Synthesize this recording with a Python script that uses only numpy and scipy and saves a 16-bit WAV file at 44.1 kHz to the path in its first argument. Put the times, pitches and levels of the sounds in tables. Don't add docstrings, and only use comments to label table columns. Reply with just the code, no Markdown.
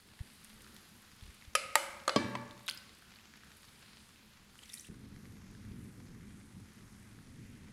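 import sys
import numpy as np
from scipy import signal
from scipy.fft import rfft, irfft
from scipy.io import wavfile
from scipy.ndimage import uniform_filter1d

SR = 44100
rng = np.random.default_rng(int(sys.argv[2]) if len(sys.argv) > 2 else 0)


def transcribe(u):
    v = np.clip(np.atleast_2d(u).T, -1, 1)
    q = np.round(v * 32767).astype(np.int16)
    wavfile.write(sys.argv[1], SR, q)


def convert_level_to_amplitude(level_db):
    exponent = np.asarray(level_db, float) / 20
    return 10 ** exponent


N = 340493
T = np.arange(N) / SR


def unit(x):
    return x / np.sqrt(np.mean(x ** 2))


def band(x, lo_hz, hi_hz):
    sos = signal.butter(2, [lo_hz, min(hi_hz, .45 * SR)], "band", fs=SR, output="sos")
    return signal.sosfilt(sos, x)


def add(out, s, x):
    i = int(s * SR)
    out[i:i + len(x)] += x[:N - i]


def walk(rate):
    k = int(SR / rate)
    held = np.repeat(rng.standard_normal(N // k + 1), k)
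    return 2.04 * uniform_filter1d(uniform_filter1d(held, k), k)[:N]


def tinted(x, spectrum):
    hz, db = np.transpose(spectrum)
    f = np.fft.rfftfreq(len(x), 1 / SR) + 1
    gain = convert_level_to_amplitude(np.interp(np.log(f), np.log(hz), db, left=-150, right=-150))
    return rfft(x) * gain, f


def coloured(spectrum, flicker_db, grain_db, centres):
    size = convert_level_to_amplitude(grain_db * np.minimum(rng.exponential(size=N), 2.2))
    starts = (rng.random(N) < .001) * size
    puffs = signal.fftconvolve(starts, np.exp(-T[:SR // 50] / 0.0018))[:N]
    source, f = tinted(rng.standard_normal(N) * (1 + 0.5 * puffs), spectrum)
    shares = [np.interp(np.log(f), np.log(centres), row) for row in np.eye(len(centres))[1:-1]]
    return sum(irfft(source * share, N) * convert_level_to_amplitude(flicker_db * walk(8)) for share in shares)


def background(levels, low, middle, top, hum_flicker_db, grain_db):
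    hum = coloured(low, hum_flicker_db, 2.1, [10, 20, 60, 120, 240, 450, 700])
    hum *= convert_level_to_amplitude(hum_flicker_db * walk(18))
    hiss = coloured(middle, 0.76, grain_db, [450, 700, 1300, 2400, 4200, 6500, 9000])
    sizzle = coloured(top, 1.0, grain_db, [5560, 9000, 12260, 15100, 18000])
    return sum(unit(x) * convert_level_to_amplitude(db) for x, db in zip((hum, hiss, sizzle), levels))


def kitchen():
    # t/s, hiss level/dB
    frying = [
        (0, -65.5),
        (.3, -62.5),
        (1.0, -61),
        (1.5, -62.5),
        (2.7, -63),
        (3.9, -62),
        (4.89, -65.5),
    ]
    # f/Hz, level/dB
    hum_colour = [(12, -45), (20, 0.5), (38, -13), (70, -2), (178, -6.5), (213, 1), (262, -10), (700, -19)]
    hiss_colour = [(450, -5), (652, -17.5), (1430, -13), (2600, -13.5), (4700, -14.5), (5900, -20),
                   (10000, -15)]
    sizzle_colour = [(6000, -25), (7290, -3), (10500, -2.5), (13200, -8), (14800, -14), (15700, -16),
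                     (16200, -29), (16500, -50)]
    swell_s, swell_width_s = 0.63, 0.16
    hum_db = -64.5 + 5 * np.exp(-((T - swell_s) / swell_width_s) ** 2)
    fry_db = np.interp(T, *np.transpose(frying))
    top_db = fry_db - 8 + 3 * np.exp(-(T / 0.99) ** 2)
    return background((hum_db, fry_db, top_db), hum_colour, hiss_colour, sizzle_colour, 0.62, 6.3)


def bubbles(rows, crack_db):
    out, t = np.zeros(N), T[:SR // 20]
    for s, db, hz, cycles, glide in rows:
        life = max(cycles, .5) / hz
        noise = rng.standard_normal(len(t))
        ragged = 1 + 0.62 * unit(uniform_filter1d(noise, size=30))
        envelope = np.exp(-(1.14 * t / life) ** 2) * np.minimum(t / life / 0.066, 1)
        tone = np.sin(2 * np.pi * hz * t * (1 + glide * t / life / 2)) * envelope
        crack = band(noise * np.exp(-t / 0.0016), hz / 1.38, min(hz * 3.3, 14500.))
        add(out, s, convert_level_to_amplitude(db) * (ragged * tone + convert_level_to_amplitude(crack_db) * crack))
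    return out


def spits():
    # t/s, peak level/dB, f/Hz
    fat_spits = [(.1915, -47, 1890), (.4464, -43.5, 9000), (.62, -45, 9000), (.6654, -53, 1430),
                 (.674, -50, 2470), (.745, -52, 11000), (.7647, -44.5, 3460), (1.2101, -52, 3480),
                 (1.4232, -49, 2160), (2.4133, -54, 4500), (2.51, -49, 3630), (2.645, -61, 4500),
                 (2.9501, -52, 5000), (3.023, -52, 1440), (3.1872, -54, 2450), (3.338, -48, 1700),
                 (3.4348, -46.5, 1570), (3.5686, -49, 11000), (4.1594, -56, 2430), (5.1625, -53, 1820),
                 (5.255, -53, 2110), (5.5505, -53, 1680), (5.6497, -52.5, 1670), (6.555, -57, 1040),
                 (7.188, -53.5, 1460), (7.3594, -63, 3280)]
    least_cycles, extra_life_s = 2.5, 0.00049
    return bubbles([(s, db, hz, least_cycles + hz * extra_life_s, 0) for s, db, hz in fat_spits], -0.3)


def bumps():
    # t/s, peak level/dB, f/Hz, length/cycles
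    pushes = [
        (0.205, -32, 78.3, 1.07),
        (1.223, -42, 63.4, 0.94),
        (1.244, -48, 55, 1.4),
        (1.273, -48, 61, 2.4),
        (1.4740, -44.5, 69.5, 1.2),
    ]
    out, t = np.zeros(N), T[:SR // 5]
    for s, db, hz, cycles in pushes:
        swell = np.sin(np.pi * np.minimum(t * hz / cycles, 1))
        add(out, s, convert_level_to_amplitude(db) * np.sin(2 * np.pi * hz * t) * swell)
    return out


def ring(modes, longest, split_hz):
    t = T[:SR // 2 + SR // 4]
    hz, db, t60 = np.transpose(modes)[:, :, None]
    phase, offset, detune = rng.random((3,) + hz.shape)
    main = np.sin(2 * np.pi * (hz * t + phase))
    twin = 0.53 * np.sin(2 * np.pi * ((hz + split_hz * (detune - .5)) * t + phase + offset / 2))
    twin += 0.39 * np.sin(2 * np.pi * ((hz - split_hz * offset) * t + detune)) * (hz < 1200)
    decay = convert_level_to_amplitude(db - 60 * t / np.clip(t60, .004, longest))
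    return (decay * (main + twin)).sum(0)


def knocks():
    # t/s, peak level/dB, time until damped/ms, rattle level/dB, metal ring level/dB
    blows = [
        (1.5518, -11.5, 11, -5.5, -35.5),
        (1.7545, -6, 4.7, -9, -37.5),
        (2.0783, -12.5, 11, -0.5, -32.5),
        (2.0934, -25, 7.2, 8, -45),
        (2.1607, -11.5, 18, -4.5, -27),
        (2.3524, -22.5, 15, -3.5, -29),
    ]
    # f/Hz, level/dB, t60/s
    rim_a = [(589, -1.5, 0.12), (1259, 3.5, 0.11), (2308, 1, 0.085), (2570, -1, 0.048), (3090, -6.5, 0.088),
             (4840, -5, 0.12), (5350, -12, 0.2), (7200, -13, 0.13), (7960, -4.5, 0.017), (8200, -12, 0.047),
             (8600, -28, 0.04), (10560, 3, 0.026), (11000, -11, 0.055), (12700, -23, 0.024)]
    rim_b = [(588, -6, 0.11), (896, -7.5, 0.068), (1238, -7, 0.091), (1890, -5.5, 0.042),
             (2270, -18, 0.047), (2450, -12, .02), (3280, -22, 0.095), (3910, -6, 0.025), (4640, -8, 0.042),
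             (7570, 2, 0.013), (9400, -11, 0.027), (9668, -42, 0.016), (10800, -8.5, 0.012),
             (12000, -9, 0.017)]
    wall = [(560, -5.5, 0.13), (1170, -22, 0.034), (2580, -20, 0.15), (3200, -8, 0.012), (3400, -4, 0.026),
            (3810, -7, 0.019), (4260, 4.5, 0.012), (4877, -15, 0.019), (6530, 1, 0.0083),
            (10100, -27, 0.034)]
    pot_thud = [(216, -3, 0.027), (340, 0.5, 0.051), (435, -5, .05), (587, 4.5, 0.033), (767, 1, 0.024),
                (997, -5, 0.06), (1133, -8, .08), (1610, -16.5, 0.056), (2290, -19, .1), (3170, -14, 0.057),
                (3330, -34, 0.034), (4310, -11, 0.055), (5000, -13, .07), (5860, -21, 0.01)]
    tap = [(840, 3.5, 0.026), (1000, -0.5, 0.064), (1700, 1, 0.011), (2040, 3, 0.01), (2600, -5, 0.02),
           (3350, -26, 0.027), (4500, 1.5, .012), (6400, -16, 0.013), (7870, -11, .012)]
    # f/Hz, level/dB, t60/s
    spoon = [(542, -3.5, 0.9), (1290, -10, 0.17), (1836, -24, .5), (2090, -21, .6), (2207, -24, 0.22),
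             (2500, -22, .6), (3705, -18, 0.17), (4580, -10, 0.13), (4930, -8, .7), (6300, -24, .4),
             (7790, -25, .7)]
    spoon_dipped = [(339, -13, 0.92), (553, -3, 1), (944, -15, 0.95), (1130, -22, 0.45), (1227, -28, 0.4),
                    (1990, -11, 0.54), (2140, -3.5, 0.43), (2950, -2, 0.46), (3680, -14, 0.67),
                    (5690, -32, .25), (7900, -14, 0.51)]
    pot_rings = [(123.3, 0.5, 1), (165, -22, 1), (200.3, 0.5, 1), (236.6, 4, 0.61), (279, -4, 0.45),
                 (336.5, -4.5, 0.55), (423, -5, 0.56), (578, -7, 1), (793, -12, 0.56),
                 (890, -7, 1.0), (997, -17, 0.98), (1099, -12, 1), (1152, -8, 0.84), (1620, -7.5, 0.79),
                (1670, -7, 0.5), (1736, -7.5, 0.78), (2250, -8, .3), (2320, -7, 0.62), (3488, -12, 0.31),
                (4650, -19, 0.48)]
    # f/Hz, level/dB
    rattle_colours = [
        [(150, -48), (250, -20), (1260, -13), (1610, -8), (2200, -4), (3460, -17), (10900, -23), (16000, -44)],
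        [(150, -50), (250, -20), (484, -28), (1910, -4.5), (4650, -21.5), (5730, -22), (11100, -21),
         (16000, -39)],
        [(150, -53), (250, -21), (566, 0), (845, -19), (1200, 6.5), (2810, -30), (10400, -27), (16000, -58)],
        [(150, -47), (250, -17), (1200, 0.5), (2710, -14.5), (4190, -14.5), (9490, -39), (16000, -54)],
        [(59, -20), (100, 10.5), (1080, -11.5), (2000, -10.5), (4200, -17), (9210, -30.5), (12400, -41),
         (16000, -78)],
        [(240, -40), (400, -7), (1010, 7), (4440, -16), (7990, -35), (14100, -48), (16000, -71)],
    ]
    bodies = [rim_a, rim_b, wall, wall, pot_thud, tap]
    pot = pot_rings
    metals = [spoon, spoon_dipped, spoon_dipped, spoon_dipped, pot, pot]
    room_dbs = [-10.5, -10.5, -13, -13, -8, -14.5]
    dry, wet = np.zeros(N), np.zeros(N)
    for blow, body, metal, colour, room_db in zip(blows, bodies, metals, rattle_colours, room_dbs):
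        s, db, damp_ms, rattle_db, ring_db = blow
        modes = ring(body, 0.15, 60.)
        t = T[:len(modes)]
        swell = convert_level_to_amplitude(db) * (1 - np.exp(-t / 0.00065))
        damping = 0.39 + 0.55 * np.exp(-(t * 1000 / damp_ms) ** 3)
        modes *= swell * damping / np.abs(modes).max()
        noise = unit(irfft(tinted(rng.standard_normal(len(t)), colour)[0], len(t)))
        crack = convert_level_to_amplitude(9.5) * band(noise, 2600.0, 21000.0) * convert_level_to_amplitude(-60 * t / 0.013)
        rattle = noise * convert_level_to_amplitude(-60 * t / 0.038) + crack
        rattle *= swell * damping * convert_level_to_amplitude(rattle_db) / 2
        add(dry, s, modes + rattle + swell * convert_level_to_amplitude(ring_db) * ring(metal, 1.2, 30.0))
        impulse = irfft(tinted(t == 0, colour)[0], len(t))
        click = unit(np.roll(impulse, SR // 400) * (t < .05))
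        click = (click + convert_level_to_amplitude(5) * band(click, 2700.0, 21000.0)) * convert_level_to_amplitude(db + rattle_db - 31)
        add(wet, s, convert_level_to_amplitude(room_db) * (convert_level_to_amplitude(-6.5) * modes + convert_level_to_amplitude(-4.5) * rattle + click))
    return band(dry, 133.0, 24000.0), band(wet, 67.0, 12000.0)


def room(x):
    # f/Hz, t60/s
    decays = [(100, 1), (250, 1), (600, 1), (1500, 1), (3500, 0.59), (7000, 0.66), (13000, 0.45)]
    wall_return = [4, 2.5, 5, 3.5, 0.5, -1.5, 0]
    t = T[:SR]
    tail = np.zeros(SR)
    for (f, t60), db in zip(decays, wall_return):
        noise = unit(band(rng.standard_normal(SR), f / 1.5, f * 1.5)) * np.sqrt(f)
        tail += noise * convert_level_to_amplitude(db - 60 * t / t60)
    tail *= np.clip((t - .004) / 0.0007, 0, 1)
    return signal.fftconvolve(x, tail / np.sqrt(np.sum(tail ** 2)))[:N]


def whistle():
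    middle_s, half_s, peak_hz, sag_hz, peak_db = 2.266, .066, 12350, 1500, -73
    arch = np.minimum(((T - middle_s) / half_s) ** 2, 4)
    gain = convert_level_to_amplitude(peak_db - 20 * arch ** 2) * (T > middle_s - half_s / 2)
    return gain * np.sin(2 * np.pi * np.cumsum(peak_hz - sag_hz * arch) / SR)


def squelch():
    # t/s, peak level/dB, f/Hz, length/cycles, upward glide/share
    bursts = [(2.6630, -47, 11450, 34, .02), (2.6672, -48.5, 3760, 19, .01), (2.6803, -31, 3240, 5.1, 0.25),
              (2.6833, -33, 960, 1.3, 0.43), (2.6845, -34.5, 1448, 9.3, 0.055),
              (2.6850, -29, 2560, 4.2, .05), (2.6890, -31.5, 2110, 10, 0.8), (2.6915, -36, 3680, 19, 0.47),
              (2.6967, -30, 4440, 12, .1), (2.6970, -39.5, 9800, 37, 0.062), (2.7100, -42, 9500, 20, 0.02),
              (2.7110, -38.5, 3140, 8.6, 0.09), (2.7210, -49, 5460, 12, .3), (2.7475, -48, 13830, 40, .02),
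              (2.7745, -44.5, 5020, 29, .02), (2.7860, -56.5, 8600, 20, 0.027)]
    return bubbles(bursts, -0.84)


def froth(bursts):
    # f/Hz, level/dB
    froth_colour = [(800, -17), (1590, -24), (1920, -0.5), (3930, -12.5), (4630, -1), (5380, -9), (8440, 0),
                    (16000, -9)]
    flow_from_s, flow_rise_s, flow_db = 4.53, 0.044, -71
    below_peak_db, spread_s = -23, 0.0072
    gain = convert_level_to_amplitude(flow_db) * np.clip((T - flow_from_s) / flow_rise_s, 0, 1)
    for s, db, *_ in bursts:
        gain += convert_level_to_amplitude(db + below_peak_db) * np.exp(-np.abs(T - s) / spread_s)
    return gain * unit(coloured(froth_colour, 2.5, 5.5, [700, 1400, 2600, 4200, 7000, 11000, 16000]))


def pour():
    # t/s, peak level/dB, f/Hz, length/cycles, upward glide/share
    bursts = [(4.5552, -52, 1400, 2.7, 0.084), (4.59, -49, 2790, 8.4, .15), (4.6130, -55, 10300, 15, 0.046),
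              (4.6317, -49.5, 3110, 24, 0.046), (4.6360, -52, 7200, 19, .05),
              (4.6567, -50.5, 5350, 12, 0.16), (4.681, -55, 3300, 6.4, .15), (4.6934, -51, 5760, 20, 0.045),
              (4.6979, -46, 3350, 17, 0.17), (4.699, -63, 1940, 49, .01), (4.7227, -48, 5500, 14, 0.35),
              (4.7230, -57, 11500, 18, .2), (4.7336, -43, 5230, 38, 0.11), (4.74, -34, 9600, 24, 0.045),
              (4.75, -44, 9000, 28, .02), (4.774, -49, 3800, 24, 0.072), (4.7797, -53, 3740, 17, .15),
              (4.7957, -46.5, 5360, 23, 0.38), (4.8084, -47, 9650, 35, .1), (4.8453, -52.5, 2510, 29, 0.41),
              (4.8565, -63, 4200, 9.2, 0.19), (4.8690, -52.5, 9200, 33, 0.056), (4.878, -60, 2660, 20, .02)]
    return bubbles(bursts, -4) + froth(bursts)


def burner():
    # t/s, rumble level/dB
    flame = [
        (4.9, -51.5),
        (5.2, -53),
        (5.87, -50),
        (5.91, -53.5),
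        (5.98, -50),
        (6.53, -56.5),
        (6.57, -50.5),
        (6.71, -57),
        (7.72, -53),
    ]
    # f/Hz, level/dB
    rumble_colour = [(12, -31), (20, -10), (69, -8), (111, -2), (151, -9), (212, -3.5), (332, -16.5),
                     (700, -31.5)]
    hiss_colour = [(450, -15), (652, -29), (1280, -26), (2060, -25.5), (2890, -31.5), (10800, -35),
                   (15200, -49.5), (16500, -70)]
    hiss_db, top_db = -65, -71.5
    levels = np.interp(T, *np.transpose(flame)), hiss_db, top_db
    return background(levels, rumble_colour, hiss_colour, hiss_colour, 0.53, 4.2)


def scene():
    in_kitchen = T < 4.888
    dry, wet = knocks()
    sauce, poured, fat = squelch(), pour(), spits()
    echo = room(wet + convert_level_to_amplitude(-12.0) * sauce + convert_level_to_amplitude(-8.0) * poured + convert_level_to_amplitude(-7.0) * fat)
    wet_sounds = band(sauce + fat + np.where(in_kitchen, poured, 0), 720.0, 14200.0)
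    surroundings = np.where(in_kitchen, kitchen() + echo, burner())
    return (dry + wet_sounds + whistle() + bumps() + surroundings)[None]


def band_limit(x):
    return signal.sosfilt(signal.butter(12, 16810, fs=SR, output="sos"), x)


def record(dry):
    return band_limit(dry)


dry = scene()
out = record(dry)
transcribe(out)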